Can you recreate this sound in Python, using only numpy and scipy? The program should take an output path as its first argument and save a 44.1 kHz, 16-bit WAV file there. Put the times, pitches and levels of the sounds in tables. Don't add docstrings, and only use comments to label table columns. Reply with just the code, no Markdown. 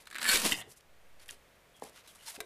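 import sys
import numpy as np
from scipy import signal
from scipy.fft import rfft, irfft
from scipy.io import wavfile
from scipy.ndimage import uniform_filter1d

SR = 44100
rng = np.random.default_rng(int(sys.argv[2]) if len(sys.argv) > 2 else 0)


def magnitude_from_level(level_db):
    exponent = np.asarray(level_db, float) / 20
    return 10 ** exponent


def dump(signal):
    limited = np.clip(np.atleast_2d(signal).T, -1, 1)
    pcm = np.round(limited * 32767).astype(np.int16)
    wavfile.write(sys.argv[1], SR, pcm)


N = 108045

# start t/s, length/s, level/dB, brightness/dB, peak place/0-1
RUBS = [(0, 0.054, -54, -3, 0.06), (0.658, 0.094, -53.5, 1.5, 0.65), (0.756, 0.043, -63, 8, 0.4),
        (1.195, 0.022, -53.5, -4, 0.07), (1.203, 0.058, -54.5, -3.5, 0.4), (1.259, .01, -54, -2, 0.08),
        (1.27, 0.0046, -68, 11, 0.06), (1.28, 0.018, -47.5, -1.5, 0.12), (1.297, 0.068, -47, -2, 0.08),
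        (1.3083, 0.0025, -41.5, 4.5, 0.35), (1.796, 0.0054, -63.5, 8, 0.33), (1.832, 0.011, -47.5, 1, 0.64),
        (1.893, 0.0083, -62, 4, 0.3), (1.802, 0.12, -50.5, -3, 0.46), (1.907, 0.13, -52.5, -4.5, 0.52),
        (1.82, 0.0073, -57, -6, .2), (1.746, 0.051, -61.5, -1, 0.43), (1.969, 0.012, -59, -4, .4),
        (2.031, 0.063, -56, -5.5, 0.3), (2.071, 0.094, -52, -1.5, 0.06), (2.145, 0.05, -58, 0, 0.23),
        (2.153, 0.44, -55, -3, 0.18), (2.251, 0.084, -41, -1, 0.45), (2.312, 0.063, -47.5, -1, 0.64),
        (2.358, .012, -46.5, -7, 0.4), (2.405, 0.014, -43.5, 2, 0), (.8, 0.013, -56, -5, 0.7)]
# f/Hz, level/dB per Hz
SKIN_SPECTRUM = [(240, -33), (400, -15.5), (643, -19), (886, -9.5), (1320, -9), (1450, -7.5), (4420, -5.5),
                 (10900, -1.5), (15500, -18)]
# f/Hz, level/dB per Hz
AIR_SPECTRUM = [(12, -52), (20, -1.5), (350, -12), (560, -5.5), (850, -12.5), (2100, -12.5), (5000, -23),
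                (15500, -27.5)]
AIR_DB = -63.5
ROOM_T60_S, ROOM_DB, ROOM_LOWPASS_HZ = 0.3, -17.5, 4000

# t/s, peak level/dB, t60/s, brightness/dB
SLIPS = [(.072, -44, 0.042, 0.5), (.102, -48.5, 0.029, 2), (0.111, -39, 0.031, 0),
         (0.127, -46, 0.074, -3.5), (0.146, -40.5, 0.018, 0.5), (.154, -32.5, 0.034, -3),
         (.168, -43, 0.11, -4), (.184, -29.5, 0.027, -1), (0.194, -42.5, 0.037, -9), (.161, -37, 0.02, 0.5),
         (0.212, -37, .05, 2), (0.216, -28.5, 0.04, -1.5), (0.2198, -29, 0.046, -1.5),
         (0.2289, -22.5, 0.035, 1.5), (0.244, -31, 0.015, 5), (0.253, -31, 0.054, -7),
         (0.265, -31.5, .04, -6), (.056, -57, 0.042, 4), (.129, -47.5, 0.07, 1)]
# f/Hz, width/Hz, level/dB
WALL_MODES = [(1503, 313, 3), (1787, 233, 7), (2290, 120, 2.5), (3070, 300, -5), (3720, 235, 3),
              (4230, 640, -0.5), (7900, 1250, -3), (9720, 1820, -6)]
# f/Hz, width/Hz, level/dB
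WALL_DIP = [(6220, 2650, -6.5)]
SLIP_WIDENING = 2.53
# start t/s, length/s, f/Hz, width/Hz, level/dB
SINGS = [(0.068, 0.0078, 4200, 400, -52.5), (0.098, 0.11, 300, 200, -63.5),
         (0.235, 0.039, 1686, 150, -31.5), (0.269, 0.11, 2290, 90, -32),
         (0.296, 0.053, 1560, 159, -29), (0.331, 0.047, 350, 200, -36.5),
         (0.333, 0.048, 3730, 706, -29), (0.34, 0.034, 2240, 302, -34),
         (0.525, 0.1, 8050, 5300, -43.5), (0.533, 0.11, 1920, 200, -49), (0.533, 0.1, 630, 740, -48),
         (0.536, 0.105, 122, 80, -52.5), (0.542, .08, 2800, 300, -50.5),
         (0.544, 0.014, 4940, 189, -42), (.607, 0.02, 3150, 800, -43.5),
         (0.633, 0.071, 343, 305, -56.5), (.65, 0.079, 130, 65, -60.5),
         (1.196, 0.0094, 4530, 295, -63), (1.307, 0.048, 313, 250, -65), (1.735, 0.059, 3260, 150, -67),
             (1.827, 0.087, 506, 500, -61.5), (1.968, 0.016, 1340, 200, -61),
             (1.971, 0.038, 3020, 500, -65), (2.074, 0.023, 4000, 298, -62.5),
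             (2.077, 0.042, 3200, 400, -62.5), (2.15, .016, 1150, 200, -63), (2.189, .04, 2950, 300, -62.5),
             (2.255, 0.059, 4360, 1200, -51), (2.272, 0.021, 900, 69.6, -51),
             (2.335, 0.035, 710, 200, -56.5), (2.36, 0.012, 2500, 150, -55), (2.412, .038, 433, 120, -53.5)]

# t/s, pressure level/dB, wall ring/dB, hollow air/dB
SLIDE = [
    (0.158, -61, 6, 5),
    (0.218, -46, -3, -5),
    (0.298, -23.5, 0.5, -18),
    (0.366, -28.5, -26, -29.5),
    (0.378, -29.5, 1, -11.5),
    (0.429, -35.5, -36, -8),
    (0.462, -26, -27, -2),
    (0.486, -35.5, -28, -10.5),
    (0.529, -36.5, -25, -6),
]
# f/Hz, level/dB per Hz
GRIT_SPECTRUM = [(290, -22), (500, -7.5), (803, -14.5), (914, -5.5), (2570, -2), (2840, 0.5), (3100, -1),
                 (10500, -3.5), (15500, -15)]
# f/Hz, width/Hz, level/dB
HOLLOW_MODES = [(200, 82, -0.5), (300, 91, -1.5), (508, 124, -3), (1010, 420, -6)]
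GRAINS_PER_S, GRAIN_SPREAD_DB, FLICKER_DB = 19000, 1.5, 2

# start t/s, length/s, level/dB
SWAYS = [
    (.25, 0.35, -44),
    (.83, 0.6, -52),
]
SWAY_TREMOR_HZ = 25

# t/s, peak level/dB, pitch factor, t60/s
THUDS = [
    (0.342, -30.5, 0.21, 0.066),
    (0.451, -22.5, 1.1, 0.053),
    (0.5209, -34.5, 0.44, 0.11),
    (2.3785, -31.5, 1.4, 0.02),
    (2.387, -38, 1.96, 0.063),
]
# f/Hz, level/dB, share of t60
THUD_MODES = [(211.4, 5, 0.97), (402, -1.5, 1.16), (125, -23, 0.77)]
# t/s, peak level/dB, pitch factor, t60/s
TAPS = [
    (0.4498, -21.5, 1.0, 0.024),
    (0.462, -17.5, 1.14, 0.012),
    (0.471, -46, 1.4, 0.013),
    (0.483, -36, 1.5, 0.011),
]
# f/Hz, level/dB
TAP_MODES = [(2040, -6), (2600, -1.5), (2950, -3), (3450, 0), (5300, -26), (7600, 3), (10200, 13.5)]
TAP_TREBLE_DAMPING = 0.6
TAP_CRACK_DULLNESS = 0.38

# f/Hz, level/dB, t60/s
CLACK_MODES = [(317, -12, 0.095), (2002, 0.5, 0.037), (2140, -14, .08), (2647, -9, .07), (2820, 0, 0.043),
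               (3056, 2.5, 0.033), (3670, -8, 0.063), (5740, -13, .03), (7620, -6, 0.026)]
# f/Hz, level/dB, t60/s
RIM_MODES = [(1735, -2, 0.042), (2520, -3.5, 0.033), (2920, -2, 0.037), (3180, 1, 0.021), (4474, -6.5, .03),
             (5440, -16, .03), (7000, -18, .02)]
# f/Hz, level/dB, t60/s
TABLE_MODES = [(251, -9, 0.044), (489, 0, 0.039), (626, -10, .04), (863, 3.5, 0.021), (1033, -6, 0.032),
               (1830, -13, 0.027), (2560, -26, .015)]
# f/Hz, level/dB, t60/s
LID_MODES = [(414, -9.5, 0.097), (660, -6, .04), (1020, -4, 0.02), (1210, -11, .04), (1540, -3.5, .03),
             (1960, -4, 0.017), (2270, -0.5, 0.017), (2800, -8.5, 0.026), (3710, 1.5, 0.012),
             (5180, -4, 0.013), (6900, -6, 0.013), (9800, -5, 0.0072), (13200, -8, .006)]
# t/s, peak level/dB, rise/s, pitch factor
CLACKS = [
    (0.52, -18.5, 0.002, 1.0),
    (0.5413, -30.5, 0.00074, 0.96),
]
# t/s, peak level/dB, rise/s, pitch factor
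RIM_TAPS = [
    (1.2894, -43, 0.00072, 1.1),
    (1.2917, -42.5, 0.00084, .98),
]
# t/s, peak level/dB, rise/s, pitch factor
TABLE_KNOCKS = [
    (1.8216, -33.5, .002, 0.98),
    (1.8359, -43.5, 0.0011, 0.6),
    (1.846, -44, 0.0032, 0.94),
    (1.9, -55, 0.0034, 1.13),
]
# t/s, peak level/dB, rise/s, pitch factor
LID_BOUNCES = [
    (2.4042, -33.5, 0.00025, 1.03),
    (2.4081, -41.5, 0.00028, 0.93),
    (2.411, -43.5, 0.00048, 1.03),
]
CRACK_DB = [-4, -4, -19, 1.5]
CRACK_T60_S = 0.014

EDGE_HZ, LEAK_DB = 15000, -40
DUCK_FROM_DB, DUCK_SHARE, RECOVER_DB_PER_S = -49, 0.15, 33


def evened(x):
    return x / np.sqrt(np.mean(x ** 2) + 1e-20)


def colour(x, spectrum):
    f_hz, level_db = np.transpose(spectrum)
    hz = np.fft.rfftfreq(len(x), 1 / SR)
    gain = magnitude_from_level(np.interp(np.log(hz + 1), np.log(f_hz + 1), level_db))
    return evened(irfft(rfft(x) * gain, len(x)))


def add(mix, start_s, sound):
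    part = mix[max(round(start_s * SR), 0):][:len(sound)]
    part += sound[:len(part)]


def body(x, modes):
    out = 0
    for k, (hz, width_hz, db) in enumerate(modes):
        b, a = signal.iirpeak(hz, hz / width_hz, SR)
        out = out + (-1) ** k * magnitude_from_level(db) * signal.lfilter(b, a, x)
    return out


def brighten(x, db):
    low = signal.sosfilt(signal.butter(2, 5000, fs=SR, output="sos"), x)
    return magnitude_from_level(db) * (x - low) + magnitude_from_level(-db) * low


def grit(grains_per_s, spread_db, flicker_db):
    size = magnitude_from_level(spread_db * np.minimum(rng.exponential(1, N), 3))
    grains = size * (rng.random(N) < grains_per_s / SR) * rng.standard_normal(N)
    smooth = uniform_filter1d(rng.standard_normal(N), size=120)
    clumps = evened(uniform_filter1d(smooth, size=120))
    return evened(grains * magnitude_from_level(flicker_db * clumps))


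def rubs():
    skin = colour(grit(18000, 1.2, 1.8), SKIN_SPECTRUM)
    out = np.zeros(N)
    for start_s, length_s, db, bright_db, peak in RUBS:
        u = np.arange(round(length_s * SR)) / (length_s * SR)
        swell = np.interp(u, [0, np.clip(peak, 0.02, 0.98), 1], [0, 1, 0]) ** 1.2
        a = max(round(start_s * SR), 0)
        piece = skin[a:a + len(u)]
        add(out, start_s, magnitude_from_level(db - 1.5) * brighten(piece * swell[:len(piece)], bright_db))
    return out


def air():
    return magnitude_from_level(AIR_DB) * colour(rng.standard_normal(N), AIR_SPECTRUM)


def room(x):
    t = np.arange(SR // 2) / SR
    tail = rng.standard_normal(len(t)) * magnitude_from_level(-60 * t / ROOM_T60_S) * (t > 0.004)
    tail = signal.lfilter(*signal.butter(1, ROOM_LOWPASS_HZ, fs=SR), tail)
    return magnitude_from_level(ROOM_DB) * signal.fftconvolve(x, tail / np.linalg.norm(tail))[:N]


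def slips():
    t, out = np.arange(2600) / SR, np.zeros(N)
    wide_wall = [(hz, width_hz * SLIP_WIDENING, db) for hz, width_hz, db in WALL_MODES]
    for start_s, db, t60_s, bright_db in SLIPS:
        snap = magnitude_from_level(8.0 - 60 * t / 0.0013)
        burst = rng.standard_normal(len(t)) * (magnitude_from_level(-60 * t / t60_s) + snap)
        burst = burst - body(burst, WALL_DIP)
        sound = magnitude_from_level(10.5) * body(burst, wide_wall) + magnitude_from_level(-17.0) * burst
        add(out, start_s, magnitude_from_level(db - 4.5) * brighten(sound, bright_db))
    return out


def sings():
    grains, out = grit(12000, 2.5, 1.2), np.zeros(N)
    for start_s, length_s, hz, width_hz, db in SINGS:
        a, n = round(start_s * SR), round(length_s * SR)
        tone = body(grains[a:a + n], [(hz, width_hz, 0)])
        tone = body(tone, [(hz, min(2 * width_hz, 12000), 0)])
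        add(out, start_s, magnitude_from_level(db) * np.hanning(n) ** 0.26 * evened(tone))
    return out


def slide():
    t = np.arange(N) / SR
    s, *levels_db = np.transpose(SLIDE)
    pressure, ring, hollow = [magnitude_from_level(np.interp(t, s, db)) for db in levels_db]
    fade_in = np.clip((t - s[0]) / 0.061, 0, 1)
    fade_out = np.clip((s[-1] + 0.015 - t) / 0.012, 0, 1)
    grains = grit(GRAINS_PER_S, GRAIN_SPREAD_DB, FLICKER_DB)
    direct = colour(grains, GRIT_SPECTRUM)
    direct = direct - np.clip(0.2 + ring, 0, 1) * body(direct, WALL_DIP)
    direct = magnitude_from_level(4.5) * direct / np.sqrt(1 + 1.46 * ring ** 2)
    high_modes = WALL_MODES[5:]
    high_wall = magnitude_from_level(-9.5) * evened(body(body(grains, high_modes), high_modes))
    wall = magnitude_from_level(-3.5) * evened(body(body(grains, WALL_MODES), WALL_MODES))
    tube_air = evened(body(rng.standard_normal(N), HOLLOW_MODES))
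    return fade_in * fade_out * pressure * (direct + ring * (high_wall + wall) + hollow * tube_air)


def sway():
    lowpass = signal.butter(2, SWAY_TREMOR_HZ, fs=SR, output="sos")
    tremor = evened(signal.sosfilt(lowpass, rng.standard_normal(N)))
    out = np.zeros(N)
    for start_s, length_s, db in SWAYS:
        add(out, start_s, magnitude_from_level(db) * np.hanning(round(length_s * SR)) ** 0.5)
    return (1 + 0.24 * tremor) * out


def thuds():
    t, out = np.arange(6000) / SR, np.zeros(N)
    for start_s, db, pitch, t60_s in THUDS:
        ring = sum(magnitude_from_level(mode_db - 60 * t / (t60_s * share)) * np.sin(2 * np.pi * hz * pitch * t)
                   for hz, mode_db, share in THUD_MODES)
        add(out, start_s, magnitude_from_level(db - 10.5) * np.minimum(t / 0.002, 1) * ring)
    return out


def taps():
    t, out = np.arange(6000) / SR, np.zeros(N)
    for start_s, db, pitch, t60_s in TAPS:
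        noise = rng.standard_normal(len(t))
        ring = 0
        for k, (hz, mode_db) in enumerate(TAP_MODES):
            decay_db = 60 * t / t60_s * (hz / 2500) ** TAP_TREBLE_DAMPING
            ring = ring + magnitude_from_level(mode_db - decay_db) * np.sin(2 * np.pi * hz * pitch * t + 3 * noise[k])
        crack = signal.lfilter([0.5, 0.5], [1, -TAP_CRACK_DULLNESS], noise)
        crack = magnitude_from_level(-9.5 - 60 * t / 0.052) * crack
        add(out, start_s, magnitude_from_level(db - 5) * np.minimum(t / 0.0014, 1) * (ring + crack))
    return out


def strikes():
    t, out = np.arange(6000) / SR, np.zeros(N)
    objects = (CLACK_MODES, RIM_MODES, TABLE_MODES, LID_MODES)
    blows_on_each = (CLACKS, RIM_TAPS, TABLE_KNOCKS, LID_BOUNCES)
    for modes, blows, crack_db in zip(objects, blows_on_each, CRACK_DB):
        for start_s, db, rise_s, pitch in blows:
            phases = 2 * np.pi * rng.random(len(modes))
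            ring = sum(magnitude_from_level(mode_db - 60 * t / t60_s) * np.sin(2 * np.pi * hz * pitch * t + phase)
                       for (hz, mode_db, t60_s), phase in zip(modes, phases))
            crack = magnitude_from_level(crack_db - 60 * t / CRACK_T60_S) * rng.standard_normal(len(t))
            add(out, start_s, magnitude_from_level(db) * (np.minimum(t / rise_s, 1) * ring + crack))
    return out


def scene():
    near = rubs() + slips() + sings() + slide() + thuds() + taps() + strikes()
    return (near + room(near) + sway() + air())[None]


def low_pass(x):
    return signal.sosfilt(signal.butter(12, 16200, fs=SR, output="sos"), x)


def record(dry):
    power = uniform_filter1d(np.diff(dry[0], prepend=0) ** 2, size=800)
    power_db = 10 * np.log10(abs(power) + 1e-12)
    fall_db = np.arange(N) * RECOVER_DB_PER_S / SR
    held_db = np.maximum.accumulate(power_db + fall_db) - fall_db
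    over_db = np.maximum(held_db - DUCK_FROM_DB, 0)
    x = dry / magnitude_from_level(DUCK_SHARE * uniform_filter1d(over_db, size=400))
    lowpass = signal.firwin(201, EDGE_HZ, window=("kaiser", 6), fs=SR)
    cut = signal.oaconvolve(x, lowpass[None], "same")
    return low_pass(cut + magnitude_from_level(LEAK_DB) * (x - cut))


dry = scene()
out = record(dry)
dump(out)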